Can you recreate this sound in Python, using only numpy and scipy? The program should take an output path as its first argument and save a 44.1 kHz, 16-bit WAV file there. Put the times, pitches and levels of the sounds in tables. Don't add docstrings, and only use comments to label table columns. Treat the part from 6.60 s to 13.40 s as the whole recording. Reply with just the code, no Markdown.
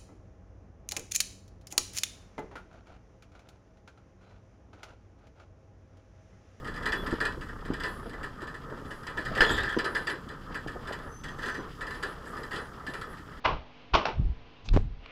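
import sys
import numpy as np
from scipy import signal
from scipy.fft import rfft, irfft, next_fast_len
from scipy.io import wavfile
from scipy.ndimage import uniform_filter1d, map_coordinates

SR = 44100
rng = np.random.default_rng(int(sys.argv[2]) if len(sys.argv) > 2 else 0)


def inscribe(sig):
    pcm = np.round(np.clip(np.atleast_2d(sig).T, -1, 1) * 32767)
    wavfile.write(sys.argv[1], SR, pcm.astype(np.int16))


def how_loud(loudness_db):
    steps = np.asarray(loudness_db, float) / 20
    return 10 ** steps


N = 299880
T = np.arange(N) / SR
MIDDLE_DB = -46


def unit(x):
    return x / np.sqrt(np.mean(x ** 2) + 1e-20)


def wobble(rate):
    return map_coordinates(rng.standard_normal(int(N * rate / SR) + 4), [T * rate])


def filtered(x, response):
    m = next_fast_len(N + SR // 2)
    return irfft(rfft(x, m) * response(np.fft.rfftfreq(m, 1 / SR)), m)[:N]


def colour(points):
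    f, db = np.transpose(points)
    return lambda hz: how_loud(np.interp(np.log(hz + 1), np.log(f + 1), db))


def resonances(peaks):
    def response(f):
        return sum((-1) ** k * how_loud(db) * 1j * f * width / (hz * hz - f * f + 1j * f * width)
                   for k, (hz, width, db) in enumerate(peaks))
    return response


def smoothed(power):
    return np.abs(uniform_filter1d(uniform_filter1d(power, size=250), size=250)) + 1e-10


def shaken(drive, response, even=0.):
    m = next_fast_len(N + SR // 2)
    body = response(np.fft.rfftfreq(m, 1 / SR)) + 0j
    body = body / np.sqrt(np.mean(np.abs(body) ** 2))
    out = irfft(rfft(drive * rng.standard_normal(N), m) * body, m)[:N]
    if not even:
        return out
    expected = irfft(rfft(drive ** 2, m) * rfft(irfft(body, m) ** 2), m)[:N]
    return out * (smoothed(expected) / smoothed(out ** 2)) ** (even / 2)


def window(start, length, edge):
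    return np.clip(np.minimum(T - start, start + length - T) / edge, 0, 1)


def varied(x, depth_db):
    z = signal.stft(x, nperseg=512)[2]
    field = uniform_filter1d(rng.standard_normal(z.shape), size=3, axis=0)
    field = uniform_filter1d(field, size=8, axis=1)
    return signal.istft(z * how_loud(depth_db * unit(field)), nperseg=512)[1][:N]


def jolts(times, levels_db, decays, rise, blow, blow_s):
    power, t = np.zeros(N + SR), np.arange(SR // 3) / SR
    first = blow * how_loud(-60 * t / blow_s)
    onset = 1 - np.exp(-t / rise)
    for s, db, t60 in zip(times, levels_db, np.abs(decays)):
        shake = np.exp(-np.log(1000) * t / t60) * onset
        power[round(s * SR):][:len(t)] += (how_loud(db) * (shake + first)) ** 2
    return np.sqrt(power[:N])


def strikes(times, levels_db, response):
    taps = np.zeros(N)
    taps[np.round(times * SR).astype(int)] = how_loud(levels_db) * np.sqrt(SR)
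    body_rms = np.sqrt(np.mean(np.abs(response(np.arange(SR // 2) + .5)) ** 2))
    return filtered(taps, response) / body_rms


# (t/s, engine load level/dB, ground roughness level/dB)
CRAWL_CURVE = [(0, -44.5, -49), (.49, -42, -42.5), (.8, -45.5, -49), (1.29, -45, -47), (1.91, -47, -49.5),
               (2.18, -44.5, -48), (2.55, -49.5, -48), (2.75, -37, -40.5), (2.92, -36.5, -38),
               (3.14, -45.5, -43), (3.69, -46, -49), (4.3, -44.5, -46.5), (4.55, -46.5, -49.5),
               (4.93, -45.5, -44.5), (5.25, -47.5, -48), (5.74, -47, -44.5), (6.15, -50, -48.5),
               (6.8, -47.5, -48)]


def crawl():
    s, *columns = np.transpose(CRAWL_CURVE)
    return [np.interp(T, s, column) for column in columns]


# (t/s, firing f/Hz)
ENGINE_SPEED = [(0, 32.24), (.5, 32.24), (1.2, 31.71), (1.55, 32.9), (2.05, 34.9), (2.6, 34.5), (3.8, 34.6),
                (4.25, 33.3), (4.9, 35.1), (5.3, 33.43), (6.8, 33.5)]


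def firing():
    hz = np.interp(T, *np.transpose(ENGINE_SPEED))
    return hz, 2 * np.pi * np.cumsum(hz) / SR


# (f/Hz, level/dB per Hz)
AIR_COLOUR = [(3240, -9), (5500, -1), (6080, -4.5), (7660, -4), (8420, -10), (9850, -7.5), (13800, -11.5),
              (15600, -10)]


def air_hiss():
    ground = crawl()[1] - MIDDLE_DB
    return shaken(how_loud(-66 + 0.59 * ground + 1.2 * wobble(8)), colour(AIR_COLOUR))


# (f/Hz, level/dB per Hz)
RUMBLE_COLOUR = [(8.8, -70), (15, 2.5), (27, -3), (112, -6.5), (140, -4.5), (215, -10), (250, -6.5),
                 (320, -12), (550, -120)]
# (f/Hz, level/dB per Hz)
DRONE_COLOUR = [(120, -41), (200, -7.5), (435, 2.5), (703, -8.5), (1140, -2), (1260, 5), (1470, -6.5),
                (1800, -4), (2010, -15), (2160, -26), (2300, -33), (2990, -65), (5060, -120)]


def cabin():
    rumble_db, drone_db = crawl()
    hz, phase = firing()
    knock_db = 1.73 * np.clip(34.6 - hz, 0, None)
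    rumble = shaken(how_loud(rumble_db - 1.0 + 1.5 * wobble(3.57)), colour(RUMBLE_COLOUR))
    drone_db = drone_db + 0.33 + 2.2 * wobble(14) + knock_db * np.cos(phase)
    drone = shaken(how_loud(drone_db), colour(DRONE_COLOUR))
    return varied(rumble + drone, depth_db=1.5)


ORDER_MULTIPLES = [2, 3, 4, 5, 5.5]
# (level/dB at middle speed, slope/dB per Hz of speed, share of load swing)
ORDER_LEVELS = [(-52, -3, 0.25), (-58, -1.5, 0.1), (-58, 4, 0.12), (-63, 2, .1), (-61, -3, 0.092)]


def engine():
    load = crawl()[0] - MIDDLE_DB
    hz, phase = firing()
    faster = hz - 33
    tone_db = -49 + 0.94 * load - 3.5 * faster + 2.2 * wobble(5.3)
    out = how_loud(tone_db) * np.sin(phase + 0.48 * wobble(3.0))
    for k, (db, slope, share) in zip(ORDER_MULTIPLES, ORDER_LEVELS):
        order_db = db + slope * faster + share * load + 2.0 * wobble(3.01)
        out += how_loud(order_db) * np.sin(k * phase + 0.14 * wobble(1.9))
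    return out


# (f/Hz, level/dB per Hz)
GRIT_COLOUR = [(1240, -4.5), (2100, -3.5), (2180, -4), (2470, -7.5), (3230, 0), (3780, -9.5), (4500, -10.5),
               (4920, -4.5), (6000, -26), (7800, -29), (13200, -120)]


def tyre_grit():
    ground = crawl()[1] - MIDDLE_DB
    grain_db = 2.2 * wobble(28) + 2.2 * wobble(150)
    return shaken(how_loud(-58.5 + 1.6 * ground + grain_db), colour(GRIT_COLOUR))


# (start t/s, length t/s, level/dB)
GRASSHOPPER_RASPS = [(.3, 0.29, -70), (1.262, 0.16, -63), (1.408, .11, -67), (2.261, 0.23, -69.5),
                     (3.265, 0.21, -63.5), (3.484, 0.066, -63), (4.414, 0.2, -69.5), (5.264, 0.17, -67),
                     (5.457, 0.097, -64), (5.645, .2, -74), (6.281, 0.17, -65.5), (6.478, 0.074, -63)]


def grasshopper():
    gate = sum(how_loud(db) * window(s, length, edge=0.023) for s, length, db in GRASSHOPPER_RASPS)
    stroke = np.cumsum(112 + 9 * wobble(19)) / SR % 1
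    chirp_hz = 10700 - 1100 * stroke + 150 * wobble(7.2)
    chirp = np.sin(np.pi * stroke) * np.sin(2 * np.pi * np.cumsum(chirp_hz) / SR)
    wing = resonances([(7500, 700, -5), (10100, 1100, 0), (13200, 1400, -5)])
    return 0.8 * gate * chirp + shaken(0.76 * gate, lambda f: wing(f) ** 2)


# (t/s, level/dB, shake t60/s)
FLOOR_PAN_HITS = [
    (.258, -32, 0.26),
    (.322, -44, 0.41),
    (.605, -46, .3),
    (.652, -35.5, 0.29),
    (1.137, -55, .3),
    (1.237, -44, 0.26),
    (2.807, -33, 0.36),
    (3.19, -53, .3),
    (4.835, -43, 0.51),
    (5.91, -47, .3),
]
# (f/Hz, width/Hz, level/dB)
FLOOR_PAN_MODES = [(435, 17, -1), (1012, 28, -5)]


def floor_pan():
    drive = jolts(*np.transpose(FLOOR_PAN_HITS), rise=.004, blow=0, blow_s=.01)
    return shaken(drive, resonances(FLOOR_PAN_MODES), even=.8)


# (start t/s, length t/s, f/Hz, level/dB, flutter level/dB)
SHORT_SQUEAKS = [
    (2.904, 0.034, 7720, -39, 1),
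    (2.951, 0.043, 7560, -48, -4),
    (3.111, 0.11, 6060, -63, 4),
]
# (start t/s, length t/s, level/dB)
MOUNT_SQUEAKS = [
    (.26, 0.25, -69),
    (3.436, 0.046, -77),
    (4.276, .13, -77),
    (6.4, 0.13, -79),
]
# (f/Hz, level/dB, flutter level/dB)
MOUNT_CHORD = [(5600, -1, -7), (8560, -6, 2), (11400, -2, 4), (12700, -8, 4), (14115, 0, 4), (14900, -5, 3)]


def mount_squeaks():
    tones = SHORT_SQUEAKS + [(s, length, hz, db + more, flutter)
                             for s, length, db in MOUNT_SQUEAKS for hz, more, flutter in MOUNT_CHORD]
    shake, drift = wobble(70), 0.9 * wobble(120) + 1.5 * wobble(22)
    return sum(how_loud(db + flutter * shake) * window(s, length, edge=0.019) * np.sin(2 * np.pi * hz * T + drift)
               for s, length, hz, db, flutter in tones)


# (t/s, f/Hz, level/dB)
BRAKE_SQUEAL = [
    (4.46, 6070, -81),
    (4.5, 6100, -64),
    (4.57, 6106, -58),
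    (4.69, 6140, -68),
    (4.72, 6120, -61),
    (4.746, 6154, -78),
    (4.872, 6120, -63),
    (5.014, 6000, -65),
    (5.07, 6100, -84),
]


def brake_squeal():
    s, hz, db = np.transpose(BRAKE_SQUEAL)
    slip = np.abs(np.sin(np.pi * 34 * T + 0.97 * wobble(7.7) + .6)) ** 0.53
    beat = slip * how_loud(1.5 * wobble(72))
    tone = np.sin(2 * np.pi * np.cumsum(np.interp(T, s, hz)) / SR + 0.51 * wobble(120))
    return how_loud(np.interp(T, s, db) + 6.5) * window(s[0], s[-1] - s[0], edge=0.084) * beat * tone


# (t/s, level/dB)
BUSH_SWELL = [
    (0.2, -69),
    (.37, -45.5),
    (.41, -41),
    (.43, -49),
    (.445, -63),
]


def bush():
    swell_db = np.interp(T, *np.transpose(BUSH_SWELL), left=-120, right=-120)
    return how_loud(swell_db + 1.7 * wobble(60.7)) * np.sin(2 * np.pi * 3395 * T + 0.38 * wobble(51))


# (start t/s, length t/s, from f/Hz, to
# f/Hz, level/dB)
METAL_SINGS = [(2.806, 0.055, 4160, 4200, -40), (2.858, .035, 3380, 3420, -34),
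               (2.9, 0.081, 3500, 3530, -44), (2.954, 0.057, 3520, 3600, -47),
               (2.816, .12, 6950, 6900, -56.5), (2.895, 0.022, 4800, 4850, -50),
               (2.94, 0.028, 4900, 5020, -55), (2.975, 0.026, 4700, 4640, -48),
               (3.032, 0.047, 4860, 4890, -51), (3.082, 0.035, 3380, 3250, -45),
               (3.721, 0.17, 3250, 3220, -75), (2.97, 0.051, 10450, 10400, -68),
               (3.488, .046, 10350, 10250, -62), (3.488, .046, 11150, 11050, -63)]


def metal_sings():
    flutter, drift = 4 * wobble(130), 1.5 * wobble(200)
    out = np.zeros(N)
    for s, length, start_hz, end_hz, db in METAL_SINGS:
        t = T - s
        cycles = start_hz * t + (end_hz - start_hz) * t ** 2 / (2 * length)
        out += how_loud(db + flutter) * window(s, length, edge=0.011) * np.sin(2 * np.pi * cycles + drift)
    return out


# (start t/s, length t/s, f/Hz, width/Hz, level/dB)
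METAL_SCRAPES = [(2.84, 0.178, 3360, 450, -40.5), (2.89, 0.18, 3750, 500, -50),
                 (3.06, 0.12, 3260, 440, -46), (2.95, .1, 3500, 900, -47), (2.9, 0.06, 3320, 180, -44),
                 (2.83, 0.15, 6800, 400, -59), (2.882, .13, 7370, 500, -55), (3.08, 0.04, 7000, 401, -50),
                 (4.673, 0.026, 3180, 252.7, -42), (2.86, 0.14, 11300, 3000, -59),
                 (5.9, 0.21, 9700, 600, -68), (5.62, .28, 10700, 3000, -72.5),
                 (5.62, 0.14, 7740, 1500, -67), (1.25, 0.11, 13500, 2000, -67)]


def metal_scrapes():
    slips = 3 * wobble(200) + 2.5 * wobble(700)
    return sum(shaken(how_loud(db + slips) * window(s, length, edge=0.058),
                      lambda f: resonances([(hz, width, 0)])(f) ** 2)
               for s, length, hz, width, db in METAL_SCRAPES)


# (t/s, peak level/dB, f/Hz, t60/s)
THUDS_AND_KNOCKS = [(0.474, -25.5, 258, 0.038), (0.5236, -15.5, 230, 0.02), (0.5271, -18.5, 317, 0.051),
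                    (0.77, -33.5, 344, 0.064), (1.0998, -14.5, 244, 0.03), (1.1185, -27.5, 265, 0.061),
                    (1.455, -36, 468, 0.085), (2.114, -30.5, 389, 0.047), (2.213, -34.5, 372, 0.05),
                    (2.714, -31, 184, 0.074), (2.805, -28, 462, 0.096), (2.899, -31.5, 270.7, 0.18),
                    (3.1632, -15, 326, 0.055), (3.665, -36, 222.2, 0.062), (4.978, -33, 274, 0.092),
                    (2.553, -42, 91, 0.17),
    (2.586, -32, 432, 0.07),
    (6.281, -30.5, 256, 0.057),
    (6.383, -39, 161, .08),
    (2.762, -32, 540, 0.11),
    (2.9, -35, 85.4, 0.43),
    (2.8, -34.5, 23.7, .7),
    (4.06, -24.5, 290, 0.028),
    (4.155, -30.5, 500, 0.054),
    (4.304, -23, 570, 0.028),
]


def thuds():
    out, clatter, t = np.zeros(N + SR), np.zeros(N + SR), np.arange(SR // 4) / SR
    partners = [(.45, 0.34), (.75, 0.77), (1, 1), (1.12, 0.73), (1.42, 0.59), (3.0, 0.13)]
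    sway = 0.15 * np.sin(2 * np.pi * 62 * t) * how_loud(-60 * t / 0.086) * (1 - np.exp(-t / 0.0091))
    for s, db, hz, t60 in THUDS_AND_KNOCKS:
        ring = sum(gain * np.sin(2 * np.pi * ratio * hz * t) for ratio, gain in partners)
        fall = how_loud(db - 60 * t / abs(t60)) * (1 - np.exp(-t / 0.0042))
        out[round((s + .0028) * SR):][:len(t)] += how_loud(3.0) * fall * ring + how_loud(db) * sway
        clatter[round((s + .0035) * SR):][:len(t)] += how_loud(-14.0) * fall
    wood = resonances([(534, 120, 1.5), (850, 280, -1.5), (1240, 200, -2.5)])
    return out[:N] + shaken(clatter[:N], lambda f: wood(f) / (1 + 1j * f / 1800) ** 2)


# (t/s, peak level/dB, f/Hz, cycles to fall 60 dB)
STONE_SNAPS = [(1.1064, -40, 2810, 11), (1.112, -44, 1500, 9), (2.715, -26, 640, 23), (2.805, -19, 764, 12),
               (2.8068, -3.5, 1643, 40), (2.808, -10.5, 3000, 40), (2.817, -10, 1450, 18),
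               (2.8211, -5, 1746, 45), (2.8301, -6, 1720, 40), (2.838, -20, 3400, 12),
               (2.85, -14, 3030, 20), (2.8945, -18, 3240, 24), (3.144, -19, 1460, 15),
               (3.1712, -34, 2880, 16), (3.369, -14, 1700, 17), (4.0635, -29, 736, 9), (4.158, -34, 760, 8),
               (4.682, -40, 3140, 14), (4.905, -24, 1500, 12), (6.352, -24.5, 1344, 26),
               (6.417, -24.5, 1300, 25), (6.442, -27, 1300, 20)]


def stone_snaps():
    out, t = np.zeros(N + SR), np.arange(SR // 20) / SR
    for s, db, hz, cycles in STONE_SNAPS:
        ring = np.sin(2 * np.pi * hz * t) + 0.15 * np.sin(2 * np.pi * 0.83 * hz * t)
        ring += 0.0081 * rng.standard_normal(len(t))
        fall = how_loud(db - 60 * t * hz / cycles) * (1 - np.exp(-t * hz / (0.041 * cycles)))
        out[round(s * SR):][:len(t)] += fall * ring
    return out[:N]


# (t/s, peak level/dB, panel ring level/dB, shake t60/s)
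GEAR_SLAMS = [(0.257, -22, 3, 0.14), (0.288, -30, 5, 0.068), (0.3219, -23, 3.5, 0.15),
              (0.4632, -32, 5, 0.12), (0.6036, -24.5, 4.5, 0.23), (0.651, -27, 3.5, 0.21),
              (1.235, -26.5, 4, 0.26), (2.573, -30, 5, 0.17), (2.6495, -33, 0, 0.15),
              (2.6575, -37.5, 10, 0.21), (2.751, -27.5, 3.5, 0.17), (2.7752, -24.5, 6.5, 0.15),
              (2.8061, -12.5, 4, 0.16), (2.835, -33, 12, 0.14), (2.851, -32, 8.5, 0.27),
              (2.8675, -37, 4, .17), (2.895, -29, 6.5, 0.4), (2.971, -29.5, 6, 0.16),
              (2.9783, -33.5, 14, 0.17), (3.033, -29.5, 8, 0.13), (3.187, -22, -1, 0.12),
              (3.244, -24, 5.5, 0.17), (3.3489, -26.5, 7, 0.25), (3.47, -26, 3, 0.25),
              (3.4995, -29, 5.5, 0.14), (4.2731, -32, 4.5, 0.16), (4.3236, -30, 0, 0.15),
              (4.8321, -32, 5.5, 0.2), (4.859, -32.5, 5, 0.21), (5.427, -28.5, 4, 0.24),
              (5.91, -34, 6.5, 0.22), (5.931, -30.5, 4, 0.22), (5.959, -28.5, -3, 0.16)]
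# (t/s, peak level/dB, panel ring level/dB)
GEAR_RATTLES = [(0.045, -38.5, 7), (0.073, -35, 4), (0.1607, -36.5, 5), (0.2251, -38, 7.5),
                (0.5066, -35, 6.5), (0.8108, -37.5, 4.5), (1.051, -39, 3), (1.135, -33, 2),
                (1.1995, -33, 4.5), (1.6307, -34.5, 3.5), (1.8711, -38.5, 4.5), (2.307, -37, 3.5),
                (2.4678, -31, 4), (3.091, -33.5, 7), (3.121, -38, 12.5), (3.359, -30, -7),
                (3.687, -37.5, 4), (3.945, -31.5, 5.5), (4.074, -34.5, 3.5), (4.637, -34, 2),
                (4.785, -38, 4.5), (4.881, -32.5, 8.5), (4.9442, -33.5, 3.5), (5.2089, -34, 6.5),
                (5.2676, -35.5, 5.5), (5.306, -36, 6), (5.345, -37, 2), (6.2659, -32.5, 4.5),
                (6.337, -32, 2), (6.4129, -36.5, 4.5)]
# (t/s, peak level/dB, panel ring level/dB)
GEAR_TICKS = [(.14, -39.5, 4), (0.886, -47, 12), (1.035, -61, 0), (1.6018, -58, -5), (1.7775, -54, 5),
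              (2.175, -49, 4), (4.821, -37.5, 6), (6.743, -59, 3), (3.047, -37.5, 12.5), (3.07, -40, 13),
              (1.4951, -43, 6), (1.5327, -43.5, 9.5), (1.807, -45.5, 11), (1.8198, -37.5, 6),
              (1.942, -38.5, 3), (2.2548, -44, -2.5), (2.4315, -45, 4), (4.2174, -52, -5), (2.1, -48.5, 5),
              (4.3887, -46.5, 7), (4.6848, -39.5, 5.5), (5.654, -45, 9), (.974, -59, 8), (.53, -43, 2),
              (3.937, -52, 5), (4.76, -59, 2), (5.768, -39, 5.5), (5.832, -38.5, 6), (5.9889, -43.5, 12.5),
              (6.5296, -45.5, 6), (6.572, -44.5, 4.5), (6.715, -48, 6.5), (6.774, -47.5, 3)]
# (t/s, peak level/dB)
FLOOR_BUMPS = [(.2894, -37), (1.112, -32.5), (1.533, -33), (1.8205, -31), (2.125, -31.5), (2.177, -36),
               (2.894, -22), (4.389, -37), (4.99, -29.5), (5.9894, -41), (6.715, -47)]
# (f/Hz, width/Hz, level/dB)
PANEL_MODES = [(1012, 8.1, -4.5), (1271.5, 28, -4.5), (1394, 15, -3.5), (1538, 7.5, 0), (1620, 18, -1),
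               (1667, 20, -1.5), (1739.4, 25, 5), (1776, 15, 3), (1827, 22, -1.5), (1883, 15, 1),
               (1975, 18, -3), (2053, 8.4, -13)]
# (f/Hz, width/Hz, level/dB)
GEAR_MODES = [(2295, 22, 3.5), (2386, 13, 8), (2460, 17, 4), (2590, 14, 8), (2790, 12, 2.5),
              (2950, 24, 8.5), (3025, 20, 0), (3080, 18, 0), (3150, 78, -10), (3290, 30, 5.5),
              (3360, 7.9, 6.5), (3440, 12, 1.5), (3440, 30, 6), (3650, 11, -1.5),
              (3830, 12, -5), (4040, 26, -1), (3968, 11, 3), (4040, 16, 3.5), (4150, 13, 0), (4360, 13, 3),
              (4530, 15, -3), (4680, 33, 6), (4730, 36, 0), (4800, 17, -2), (4925, 20, 3.5), (5050, 34, 6),
              (5050, 24, -5), (5300, 26, 4)]
# (f/Hz, width/Hz, level/dB)
CASE_HUMPS = [(2990, 500, -1.5), (3930, 250, -9), (4850, 490, -2)]
# (f/Hz, width/Hz, level/dB)
TRIM_MODES = [(6570, 32, -6.5), (7700, 126, 1.5), (8940, 58, -11.5), (9590, 35, 1), (11700, 75, -22),
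              (14100, 38, -12)]
# (f/Hz, level/dB per Hz)
FLOOR_BOOM = [(88, -38), (150, -11.5), (421, 4), (510, -0.5), (714, -7.5), (982, 0), (1180, -4.5),
              (1340, -11), (1500, 0.5), (1950, -25), (3300, -120)]


def rattles():
    hits = GEAR_SLAMS + [(*row, 0.2) for row in GEAR_RATTLES] + [(*row, 0.15) for row in GEAR_TICKS]
    s, db, ring_db, t60 = np.transpose(hits)
    harder = db + 35
    chatter = how_loud(1.4 * wobble(220))
    crackle = chatter * how_loud(3.5 * wobble(1200) - 1.5)

    def steep(f):
        return (f / 2300) ** 3 / (1 + (f / 2300) ** 3)

    def soft(f):
        return 1 / (1 + (f / 12500) ** 6)

    panel_body = resonances(PANEL_MODES)
    panel_drive = jolts(s, db + ring_db - 8, 0.98 * t60, rise=0.0012, blow=1.48, blow_s=0.016)
    panel = shaken(chatter * panel_drive, panel_body, even=.75)
    panel += strikes(s + 0.001229, db + ring_db - 27, panel_body) / 2

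    def gear_body(f):
        modes = resonances(GEAR_MODES)(f) + resonances(CASE_HUMPS)(f) + 0.26
        return modes * steep(f) * soft(2.56 * f)

    gear_drive = jolts(s, db - 15.5, 1.18 * t60, rise=0.0011, blow=1.58, blow_s=0.022)
    gear = shaken(crackle * gear_drive, gear_body, even=.75)
    gear += strikes(s + .0004, db - 39.5, gear_body)

    trim_modes = resonances([(hz, 2.4 * width, level) for hz, width, level in TRIM_MODES])
    trim_db = db - 24 - 0.2 * harder
    trim_drive = jolts(s, trim_db, 1.07 * t60, rise=0.0024, blow=0.6, blow_s=0.046)
    trim = shaken(crackle * trim_drive, lambda f: (trim_modes(f) + 0.19) * steep(f / 0.94) * soft(f))

    bump_s, bump_db = np.transpose(FLOOR_BUMPS)
    floor_db = np.r_[db - 3 - 0.062 * harder, bump_db] - 6.0
    floor_t60 = 1.95 * np.r_[t60, 0.088 + 0 * bump_s]
    floor_drive = jolts(np.r_[s, bump_s], floor_db, floor_t60, rise=0.009, blow=0.94, blow_s=0.012)
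    floor = shaken(floor_drive, colour(FLOOR_BOOM))
    return varied(panel + gear + trim + floor, depth_db=.8)


def scene():
    background = air_hiss() + cabin() + engine() + tyre_grit() + grasshopper()
    squeaks = mount_squeaks() + brake_squeal() + bush() + metal_sings() + metal_scrapes()
    blows = floor_pan() + thuds() + stone_snaps() + rattles()
    return (background + squeaks + blows)[None]


def top_cut(x):
    return signal.sosfilt(signal.butter(12, 15710, fs=SR, output="sos"), x)


def record(dry):
    dulled = filtered(dry[0], lambda f: 1 / np.sqrt(1 + (f / 14800) ** 24) * (f < 15750))
    return top_cut(dulled[None])


dry = scene()
out = record(dry)
inscribe(out)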